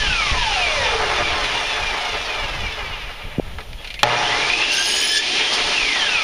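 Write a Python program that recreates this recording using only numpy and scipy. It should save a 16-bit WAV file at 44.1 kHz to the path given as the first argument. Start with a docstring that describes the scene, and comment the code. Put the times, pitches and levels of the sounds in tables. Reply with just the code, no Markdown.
"""A mitre saw on a wooden deck in a quiet yard, heard through one microphone. It coasts to rest,
is pulled down with a few ticks of its guard, kicks into life, bites through a plastic pipe and winds
down again. Trigger, brake and friction set the rotor speed, which drives gear whine, brush buzz, tooth
rate and the air churned through the guard. Boards and house wall return short echoes, a breeze buffets
the microphone, and the recorder's gain control holds the level."""
import sys
import numpy as np
from scipy import signal
from scipy.fft import rfft, irfft
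from scipy.io import wavfile

SR = 44100
rng = np.random.default_rng(int(sys.argv[2]) if len(sys.argv) > 2 else 0)


def store_pcm(level_fs):
    """Save levels as 16-bit WAV."""
    pcm = np.round(np.clip(level_fs, -1, 1) * 32767).astype(np.int16)
    wavfile.write(sys.argv[1], SR, np.atleast_2d(pcm).T)


N = 274743
T = np.arange(N) / SR
FREQS = np.fft.rfftfreq(N, 1 / SR) + 1e-3
KICK_S = 4.0315  # the trigger is pressed for the cut

# the trigger; the saw is already winding down at 0 s: (pressed [s], released [s], brake time constant [s])
TRIGGER_RUNS = [(-3.0, -0.365, .748), (KICK_S, 5.68, .69)]
# hollow roar of the guard, relative to the airflow: (time [s], level [dB])
ROAR_LEVELS = [(0, -7.5), (.6, -5.5), (1.0, 2.5), (1.55, -1), (2.2, 1), (3.3, 0), (4.1, 4.5), (4.38, -2),
               (4.55, -7.5), (5.3, -12.5), (5.6, -5), (5.8, -11), (6.23, -6)]
# tones of gearbox and fan: (multiple of rotor speed, driven level [dB], braked level [dB])
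GEAR_TONES = [(1, -6, -6), (8, 2, 4), (14.2, 3, -0.5), (15.85, -9, -7), (23.8, -20, -11), (31.7, -20, -8),
              (35.3, -20, -10)]
# harmonics of the brush buzz: (multiple of bar rate, level [dB])
BRUSH_PARTIALS = [(1, 2.5), (2, -5), (3, -4.5), (4, -2), (6, -2), (10, -3), (20, -8)]
# the blade passes the near and far wall of the pipe: (time [s], half length [s], extra thrum [dB])
PIPE_WALLS = [(4.794, 0.035, 13), (5.191, 0.069, 17)]
# the teeth snag and fling a burst of chips: (time [s], level [dB], half length [s])
TOOTH_SNAGS = [(4.73, -24, 0.01), (4.861, -16, .005), (5.173, -14.5, 0.013), (5.542, -17.5, 0.018)]
# the blade rubs in the kerf and sings: (time [s], half length [s], pitch [Hz], level [dB])
KERF_TONES = [(4.97, .055, 4340, -25), (5.15, .05, 5180, -27)]
# ticks of guard and hinge: (time [s], level [dB], body relative to tick [dB], decay [s])
GUARD_TICKS = [(1.442, -18, -27, 0.021), (3.584, -32.5, 7, 0.012), (3.605, -34, -1, 0.0092),
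               (3.731, -31, -6, 0.003), (3.845, -26, -27, 0.009), (3.874, -26, -24, 0.009),
               (3.903, -28, -29, 0.013), (3.941, -26.5, -27, 0.011), (3.991, -26, -20, 0.018),
               (5.09, -18, -20, .006), (5.956, -28.5, 13, 0.012), (5.975, -33.5, 8.5, 0.07)]
# squeak of the guard pivot: (time [s], pitch [Hz], level [dB])
PIVOT_SQUEAK = [(3.75, 3280, -68), (3.79, 3330, -40.5), (3.82, 3300, -49), (3.86, 2420, -45),
                (3.93, 2410, -42), (3.98, 2040, -35), (4.01, 1950, -77)]
# steady breeze on the microphone: (time [s], level [dB])
BREEZE_LEVELS = [(0, -24), (1.0, -26), (1.6, -36), (2.3, -38.5), (2.55, -27.5), (2.95, -34.5), (3.6, -31),
                 (3.85, -36.5), (4.4, -32.5), (5.3, -41.5), (6.23, -34.5)]
# gusts on the microphone: (time [s], level [dB], half length [s])
MIC_GUSTS = [(0.094, -17.5, 0.039), (0.326, -12, 0.0096), (0.381, -25, 0.017), (0.828, -28, 0.038),
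             (1.23, -29, 0.022), (2.147, -36, 0.024), (2.442, -23.5, 0.027), (2.643, -31, 0.014),
             (3.263, -21.5, 0.016), (3.62, -32.5, 0.071), (5.845, -31, 0.034)]
# sharp buffets of air on the microphone: (time [s], peak [dB], half width [s])
MIC_BUFFETS = [(3.3836, -14, 0.00063), (3.387, -8.5, .0014), (3.3984, -4, 0.00054)]

# resonances of the saw: (frequency [Hz], width [Hz], level [dB])
GUARD_MODES = [(435, 42, 8), (590, 48, 7), (720, 55, 7), (835, 50, 7), (885, 50, 6), (955, 45, 6),
               (1065, 45, 3), (1212, 34, 7), (1305, 90, 3), (1625, 30, 2), (1733, 65, 3), (2025, 65, 0),
               (2660, 65, -1), (3070, 110, -1)]  # cavities of guard and housing
BLADE_MODES = [(2176, 28, -1), (2395, 110, 5), (2810, 110, 1), (3480, 150, 0), (4253, 34, 3), (5140, 80, 2),
               (5201, 22, 4), (5727, 40, 3), (6030, 120, -3), (6427, 36, -1)]
GEAR_CASE_MODES = [(2440, 330, 6.5), (2740, 170, 3.5), (3110, 150, 3)]
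MOTOR_MODES = [(2350, 260, 5), (2850, 160, 5), (3480, 130, 2)]

# broad spectrum of each sound: (frequency [Hz], relative level [dB])
AIR_ROAR = [(60, -16), (130, -10), (230, -9), (400, -2.5), (800, 0.5), (1100, 0.5), (1500, 0.5),
            (2200, 0.5), (5000, -69.5)]
AIR_RUSH = [(500, -36), (1100, -38), (1500, -6.5), (2000, 0.5), (2500, 4), (3100, 4.5), (3900, -0.5),
            (5000, -18), (8000, -67)]
AIR_HISS = [(1500, -17.5), (3200, -1), (4300, 2), (5500, -0.5), (6500, -6), (7500, -11.5), (9000, -12),
            (10200, -16.5), (11200, -68), (15000, -66)]
AIR_WASH = [(60, -23), (170, -7.5), (300, 3.5), (420, -2.5), (700, -19), (3000, -60)]  # low air thrown off the blade
BLADE_RING = [(1500, -36), (2100, -7.5), (2400, -0.5), (2850, -0.5), (3500, 1), (4250, -12), (5150, -10.5),
              (5750, -5.5), (6500, -15), (9000, -49)]
GEAR_WHINE = [(150, -22), (330, -1), (450, -1), (700, -3.5), (1000, 0), (1500, -2), (1900, 0.5), (2400, 3),
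              (3150, 6), (3550, -5), (5500, -29), (7000, -36), (12000, -47)]
BRUSH_BUZZ = [(300, -17), (900, -12), (1400, -8), (2000, 0), (2600, 1), (3700, -5.5), (5000, -6.5),
              (6500, -14.5), (9000, -16.5), (10500, -22), (12500, -54)]
TOOTH_SCREECH = [(3000, 0), (4800, 3.5), (5400, 5), (6300, 6), (7000, 1), (8300, -5), (10000, 0),
                 (11500, -19), (15000, -15)]
CHIP_SPRAY = [(300, -25), (1200, -19), (1700, -19), (3200, 8), (5200, 12.5), (6400, 4), (8000, -4),
              (10200, -3.5), (11300, -33), (13000, -18), (15000, -26)]
GEAR_SLAM = [(60, -16), (250, -18), (550, -1), (1300, 6.5), (2200, 4), (3500, 5.5), (5000, -2.5),
             (9000, -18), (15000, -38)]
GUARD_CLANK = [(250, -28), (480, -5), (620, 0), (850, 1), (1100, -4), (2000, -27), (5000, -48)]
SURGE_GROWL = [(60, -34), (120, 5), (250, -5), (450, -1), (620, 2), (830, 5), (1100, -10), (2000, -8),
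               (4000, -6), (10000, -45)]
TICK_CONTACT = [(300, -10), (1200, -7), (2400, 8.5), (4200, 2), (6000, -13), (10000, -15), (15000, -47)]
WIND_RUMBLE = [(10, -4), (25, 3), (50, -4), (100, -11), (180, -20), (300, -28.5), (800, -38.5), (3000, -72)]
YARD_AMBIENCE = [(40, 16), (200, -13), (600, 7.5), (1500, -45), (3000, -5), (6000, -11.5), (10000, -12.5),
                 (15000, -20.5)]

FREE_HZ, GEAR_RATIO = 413.2, 43 / 8  # free rotor speed; rotor turns per blade turn
TEETH, BARS = 24, 28  # on the blade; on the commutator
TOP_HZ = 15300  # upper limit of the recorder


def rotor():
    """Rotor speed [Hz]: it races up on the trigger; then the brake slows it and friction ends the run."""
    run_up_s, run_up_shape = .3406, .85
    release_hz, drag_hz = 402, 1375  # at drag_hz, air drag would equal the brake
    friction_hz_per_s, stop_s, handover = 14.9, 4.152, 6.2
    drag = release_hz / drag_hz
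    hz = np.zeros(N)
    for pressed, released, brake_s in TRIGGER_RUNS:
        held, loose = np.maximum(T - pressed, 0), np.maximum(T - released, 0)
        driven = FREE_HZ * (1 - np.exp(-(held / run_up_s) ** run_up_shape))
        braked = release_hz / ((1 + drag) * np.exp(loose / brake_s) - drag)
        coasting = friction_hz_per_s * np.maximum(stop_s - loose, 0)
        slowing = (braked ** handover + coasting ** handover) ** (1 / handover)  # smooth maximum
        hz = np.where(T >= pressed, np.minimum(driven, slowing), hz)
    return np.maximum(hz, 1)


def air(rotor_hz):
    """Turbulence round the blade rings guard and steel, throbbing with each turn of blade and rotor."""
    throb = pulses(turns(rotor_hz / GEAR_RATIO), sharp=.023) * pulses(turns(rotor_hz), sharp=.064)
    roar = colour(noise() * throb * undb(1.7 * walk(15.4)), AIR_ROAR, GUARD_MODES)
    roar *= undb(curves(ROAR_LEVELS)[0])
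    eddies = noise() * throb * undb(1.6 * walk(10.7))
    rush = undb(-2) * colour(eddies, AIR_RUSH, GUARD_MODES + BLADE_MODES, ring_db=-2.5)
    hiss = undb(-5) * colour(noise() * throb, AIR_HISS, BLADE_MODES, ring_db=-1.5)
    hiss *= saturate(rotor_hz, knee=12.7, power=1.2)
    wash = undb(-19.5) * colour(noise() * throb, AIR_WASH) * (rotor_hz / FREE_HZ) ** .88
    return roar + rush + hiss + wash


def blade_ring(rotor_hz):
    """The coasting blade rings at its own steady pitches, shaken once a turn."""
    shake = noise() * pulses(turns(rotor_hz / GEAR_RATIO), sharp=.13) * undb(3.7 * walk(9))
    shaken = saturate(rotor_hz, knee=17, power=2.8)  # too gentle to ring near rest
    drowned = saturate(rotor_hz, knee=245, power=2.8)  # lost in the faster air
    return undb(-6.5) * shaken * (1 - drowned) * colour(shake, BLADE_RING, BLADE_MODES, ring_db=19)


def gear_load(rotor_hz):
    """How hard the gears sing: driven once they run fast, and louder as the brake takes hold."""
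    idle_load, grip_s = .33, .055  # load kept up by the fan; time for the brake to load the teeth
    acceleration = np.gradient(rotor_hz) * SR
    strain = saturate(acceleration, knee=58, power=1.5)
    driving = np.maximum(strain, idle_load) * (acceleration > 0) * saturate(rotor_hz, knee=190, power=14)
    braking = strain * lag(lag(1. * (acceleration < 0), grip_s), grip_s)
    return undb(-12) * driving, undb(-9) * braking


def gears(rotor_hz):
    """Shaft, meshing teeth and fan whine: rough tones that swell as they glide through resonances."""
    angle = turns(rotor_hz * (1 + .005 * walk(30)))
    fast = np.clip(rotor_hz / 300, 0, 1)
    core = 1 - .42 * fast  # with speed, the pure core gives way to a noisy skirt
    driving, braking = gear_load(rotor_hz)
    whine = 0
    for order, driven_db, braked_db in GEAR_TONES:
        skirt = .33 * (walk(40) + 1j * walk(40)) + .55 * fast ** 2 * (walk(150) + 1j * walk(150))
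        tone = np.real((core + skirt) * np.exp(1j * order * angle))
        load = undb(driven_db) * driving + undb(braked_db) * braking
        whine += load * undb(1.8 * walk(19)) * tone
    wobble = pulses(angle / GEAR_RATIO, sharp=.35)  # once per blade turn
    return colour(whine * wobble, GEAR_WHINE, GUARD_MODES + GEAR_CASE_MODES, ring_db=-1)


def brushes(rotor_hz):
    """Carbon brushes rasp over uneven commutator bars; falling harmonics light each resonance in turn."""
    angle = turns(rotor_hz * (1 + .0055 * walk(60)))
    buzz = 0
    for k in range(1, 21):
        in_band = k * BARS * rotor_hz < TOP_HZ
        level = response(BRUSH_PARTIALS, k) * undb(2 * walk(8.9))
        buzz += in_band * level * np.cos(k * BARS * angle + rng.uniform(0, 2 * np.pi))
    uneven = pulses(4 * angle, sharp=.35) * pulses(angle, sharp=.35)  # four groups of bars
    rasp = colour(buzz * uneven, BRUSH_BUZZ, GUARD_MODES + BLADE_MODES + MOTOR_MODES, ring_db=2.5)
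    drowned = saturate(rotor_hz, knee=128, power=6.7)  # lost in the faster air
    return undb(-12) * (1 - drowned) * rasp


def slot_drone(rotor_hz, slots=5):
    """The blade's slots chop the air: a rough low tone and its octave, heard only near full speed."""
    angle = turns(slots * rotor_hz / GEAR_RATIO * (1 + .013 * walk(41)))
    tone = undb(2 * walk(11)) * np.cos(angle)
    octave = undb(-3 + 5.7 * walk(14)) * np.cos(2 * angle)
    return undb(-17) * (rotor_hz / FREE_HZ) ** 16 * (tone + octave)


def pipe_thrum(tooth_angle):
    """The pipe thrums at the tooth rate and its octave, most as the blade enters and leaves."""
    level_db = -7 + sum(db * swell(T, s, half) for s, half, db in PIPE_WALLS)
    tone = np.cos(tooth_angle) + undb(-8) * np.cos(2 * tooth_angle)
    return undb(level_db + 2 * walk(23)) * (.85 + .4 * walk(110)) * tone


def screech(tooth_angle, bite):
    """Chattering, unevenly timed teeth break the upper harmonics into a screech."""
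    strike = tooth_angle + .055 * each_tooth(tooth_angle)
    chatter = sum((1 + .5 * walk(200)) * undb(3.8 * walk(22)) * np.cos(k * strike) for k in range(2, 10))
    return colour(bite * chatter, TOOTH_SCREECH, BLADE_MODES)


def chips(tooth_angle, bite):
    """Each tooth throws a puff of gritty chips."""
    grit = unit(noise() * undb(4.5 * walk(1300) + 1.2 * walk(70)))
    return colour(grit * bite * pulses(tooth_angle, sharp=.57), CHIP_SPRAY, BLADE_MODES, ring_db=3)


def cut(rotor_hz):
    """The teeth strike the plastic pipe: thrum, screech and chips, with snags and rubs in the kerf."""
    in_s, out_s, edge_s = 4.715, 5.2, .0047
    contact = (1 + np.tanh((T - in_s) / edge_s / 2)) * (1 + np.tanh((out_s - T) / edge_s / 2)) / 4
    blade_hz = rotor_hz / GEAR_RATIO
    tooth_angle = turns(TEETH * blade_hz * (1 + .003 * walk(90)))
    thrum = pipe_thrum(tooth_angle)
    bite = unit(undb(2.5 * each_tooth(tooth_angle)))  # no two teeth are alike
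    sing = screech(tooth_angle, bite)
    spray = chips(tooth_angle, bite)
    rasp = undb(-12.5) * sing + undb(-1.7) * spray
    # the rasp is brightest in the middle of the pipe
    off_centre = np.abs(2 * (T - in_s) / (out_s - in_s) - 1)
    treble = signal.sosfilt(signal.butter(2, [7000, 11000], "band", fs=SR, output="sos"), rasp)
    rasp += undb(-2) * swell(off_centre, 0, .55) * treble
    sawing = undb(-18) * contact * (thrum + rasp) * pulses(turns(blade_hz), sharp=.069)
    snags = spray * sum(undb(db) * swell(T, s, half) for s, db, half in TOOTH_SNAGS)
    rubs = sum(undb(db) * swell(T, s, half) * np.cos(turns(hz * (1 + .005 * walk(80))))
               for s, half, hz, db in KERF_TONES)
    return sawing + snags + rubs


def kick():
    """At switch-on the gears slam through their backlash and the guard clanks."""
    slam = colour(noise() * burst(KICK_S, decay=.0063), GEAR_SLAM, GUARD_MODES)
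    clank = colour(noise() * burst(KICK_S, decay=.085), GUARD_CLANK, GUARD_MODES, ring_db=11)
    return slam + undb(-14) * clank


def surge(mains_hz=60, fall_db_per_s=42.5):
    """The starting current jolts the housing twice each mains cycle, and sparks crackle in step."""
    angle = 2 * np.pi * 2 * mains_hz * (T - KICK_S)
    jolts = unit(np.maximum(-np.diff(angle % (2 * np.pi), prepend=0), 0))  # a click at each wrap
    sparks = noise() * pulses(angle, sharp=1.1)
    current = (T >= KICK_S) * undb(-13 - fall_db_per_s * np.abs(T - KICK_S))
    return current * colour(.7 * jolts + .55 * sparks, SURGE_GROWL, GUARD_MODES, ring_db=-.5)


def ticks():
    """Guard and hinge tick, each tick a sharp contact and a short rattle over a hollow body."""
    contact = sum(undb(db) * (burst(s, decay) + .77 * burst(s, .00027)) for s, db, _, decay in GUARD_TICKS)
    body = sum(undb(db + body_db) * burst(s, decay) for s, db, body_db, decay in GUARD_TICKS)
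    rattle = colour(noise() * contact, TICK_CONTACT, BLADE_MODES)
    return rattle + colour(noise() * body, AIR_ROAR, GUARD_MODES)


def squeak():
    """The guard pivot rubs with a faint, falling squeak."""
    hz, db = curves(PIVOT_SQUEAK)
    return np.cos(turns(hz * (1 + .027 * walk(182)))) * undb(db + 3.1 * walk(40))


def hinge():
    """The hinge rubs softly as the head swings down, ringing guard and blade."""
    low = colour(noise(), AIR_ROAR, GUARD_MODES)
    middle = undb(2) * colour(noise(), AIR_RUSH, GUARD_MODES + BLADE_MODES, ring_db=-7)
    high = undb(-7.5) * colour(noise(), AIR_HISS, BLADE_MODES)
    return (low + middle + high) * undb(-46.5 + 2 * walk(11)) * swell(T, centre=3.7, half=.5)


def deck(x, gap_s=.003, decay_s=.03):
    """Nearby boards and house wall add a short scatter of echoes behind the direct sound."""
    t = T[:SR // 4]
    echoes = rng.standard_normal(len(t)) * np.exp(-t / decay_s) * (t > gap_s)
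    return x + undb(-10) * signal.fftconvolve(x, echoes / np.linalg.norm(echoes))[:N]


def breeze():
    """Gusty rumble right on the microphone, with a few sharp pressure pulses."""
    gusts = sum(undb(db) * swell(T, s, half) for s, db, half in MIC_GUSTS)
    strength = undb(curves(BREEZE_LEVELS)[0]) + gusts
    rumble = strength * unit(colour(noise() * undb(3.1 * walk(6.8)), WIND_RUMBLE))
    for s, db, width in MIC_BUFFETS:
        offset_squared = ((T - s) / width) ** 2
        rumble += undb(db) * (1 - offset_squared) * np.exp(-offset_squared / 2)
    return rumble


def yard():
    """The faint, steady background of the yard."""
    return undb(-44) * colour(noise(), YARD_AMBIENCE)


def gain_control(x, hold_db=-18.5, listen_s=.033, sense_top_db=-1.5):
    """The recorder turns the sound down once its recent level nears the level that it holds."""
    recent_power = lag(np.minimum(x[0] ** 2, undb(sense_top_db) ** 2), listen_s)
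    return x / np.sqrt(np.hypot(1, recent_power / undb(hold_db) ** 2))


def undb(db):
    """Decibels to gain."""
    return 10 ** (np.asarray(db) / 20)


def unit(x):
    """Scale to rms 1."""
    return x / np.sqrt(np.mean(x ** 2))


def noise():
    """White noise."""
    return rng.standard_normal(N)


def walk(rate):
    """Smooth chance with spread 1, changing about rate times a second."""
    return unit(irfft(rfft(noise()) / (1 + (FREQS / rate) ** 4), N))


def each_tooth(angle):
    """A chance value for every tooth, coming round again with each turn of the blade."""
    return np.interp(angle / (2 * np.pi), np.arange(TEETH), unit(rng.standard_normal(TEETH)), period=TEETH)


def turns(hz):
    """Running angle of something that spins at hz."""
    return 2 * np.pi * np.cumsum(hz) / SR


def pulses(angle, sharp):
    """One smooth pulse per turn, rms 1."""
    return unit(np.exp(sharp * np.cos(angle)))


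def curves(rows):
    """Each column of a table, joined by straight lines in time."""
    s, *columns = np.transpose(rows)
    return [np.interp(T, s, c) for c in columns]


def burst(s, decay):
    """An envelope that jumps up at s and dies away."""
    return (T >= s) * np.exp(-np.abs(T - s) / decay)


def swell(x, centre, half):
    """A bell-shaped rise and fall."""
    return np.exp(-((x - centre) / half) ** 2)


def saturate(x, knee, power):
    """Rises from 0 as a power of |x| and levels off at 1 above the knee."""
    grown = (np.abs(x) / knee) ** power
    return grown / (1 + grown)


def lag(x, seconds):
    """Follows x smoothly, with the given time constant."""
    keep = np.exp(-1 / (seconds * SR))
    return signal.lfilter([1 - keep], [1, -keep], x, zi=[x[:SR // 10].mean()])[0]


def response(points, hz):
    """Gain of a spectrum at the given frequencies."""
    f, db = np.transpose(points)
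    return undb(np.interp(np.log(hz), np.log(f), db))


def colour(x, points, modes=(), ring_db=0):
    """Causal filter: a broad spectrum with resonances standing on it; white noise keeps its level."""
    peaks = 1 + sum(undb(db + ring_db) ** 2 / (1 + (2 * (FREQS - hz) / width) ** 2) ** 2
                    for hz, width, db in modes)
    cepstrum = irfft(np.log(unit(response(points, FREQS) * np.sqrt(peaks))), N)
    cepstrum[1:N // 2] *= 2  # fold to minimum phase
    cepstrum[N // 2 + 1:] = 0
    return irfft(rfft(x) * np.exp(rfft(cepstrum)), N)


def scene():
    """What reaches the microphone: the saw on its deck, the breeze and the yard behind, in mono."""
    rotor_hz = rotor()
    airflow = undb(-15.5) * saturate(rotor_hz, knee=51.3, power=1.5)
    whine = airflow * (gears(rotor_hz) + brushes(rotor_hz) + slot_drone(rotor_hz))
    whoosh = airflow * (air(rotor_hz) + blade_ring(rotor_hz))
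    saw = whoosh + kick() + surge() + hinge() + deck(whine + cut(rotor_hz) + ticks() + squeak())
    return (saw + breeze() + yard())[None]


def record(dry):
    """The treble has a narrow dip near 8 kHz; the recorder rides the gain, clips and loses the top."""
    dipped = signal.lfilter(*signal.iirnotch(7850, 5.5, fs=SR), dry)
    clipped = np.clip(gain_control(dipped), -1, 1)
    return signal.sosfilt(signal.ellip(8, .2, 70, TOP_HZ, fs=SR, output="sos"), clipped)


dry = scene()
out = record(dry)
store_pcm(out)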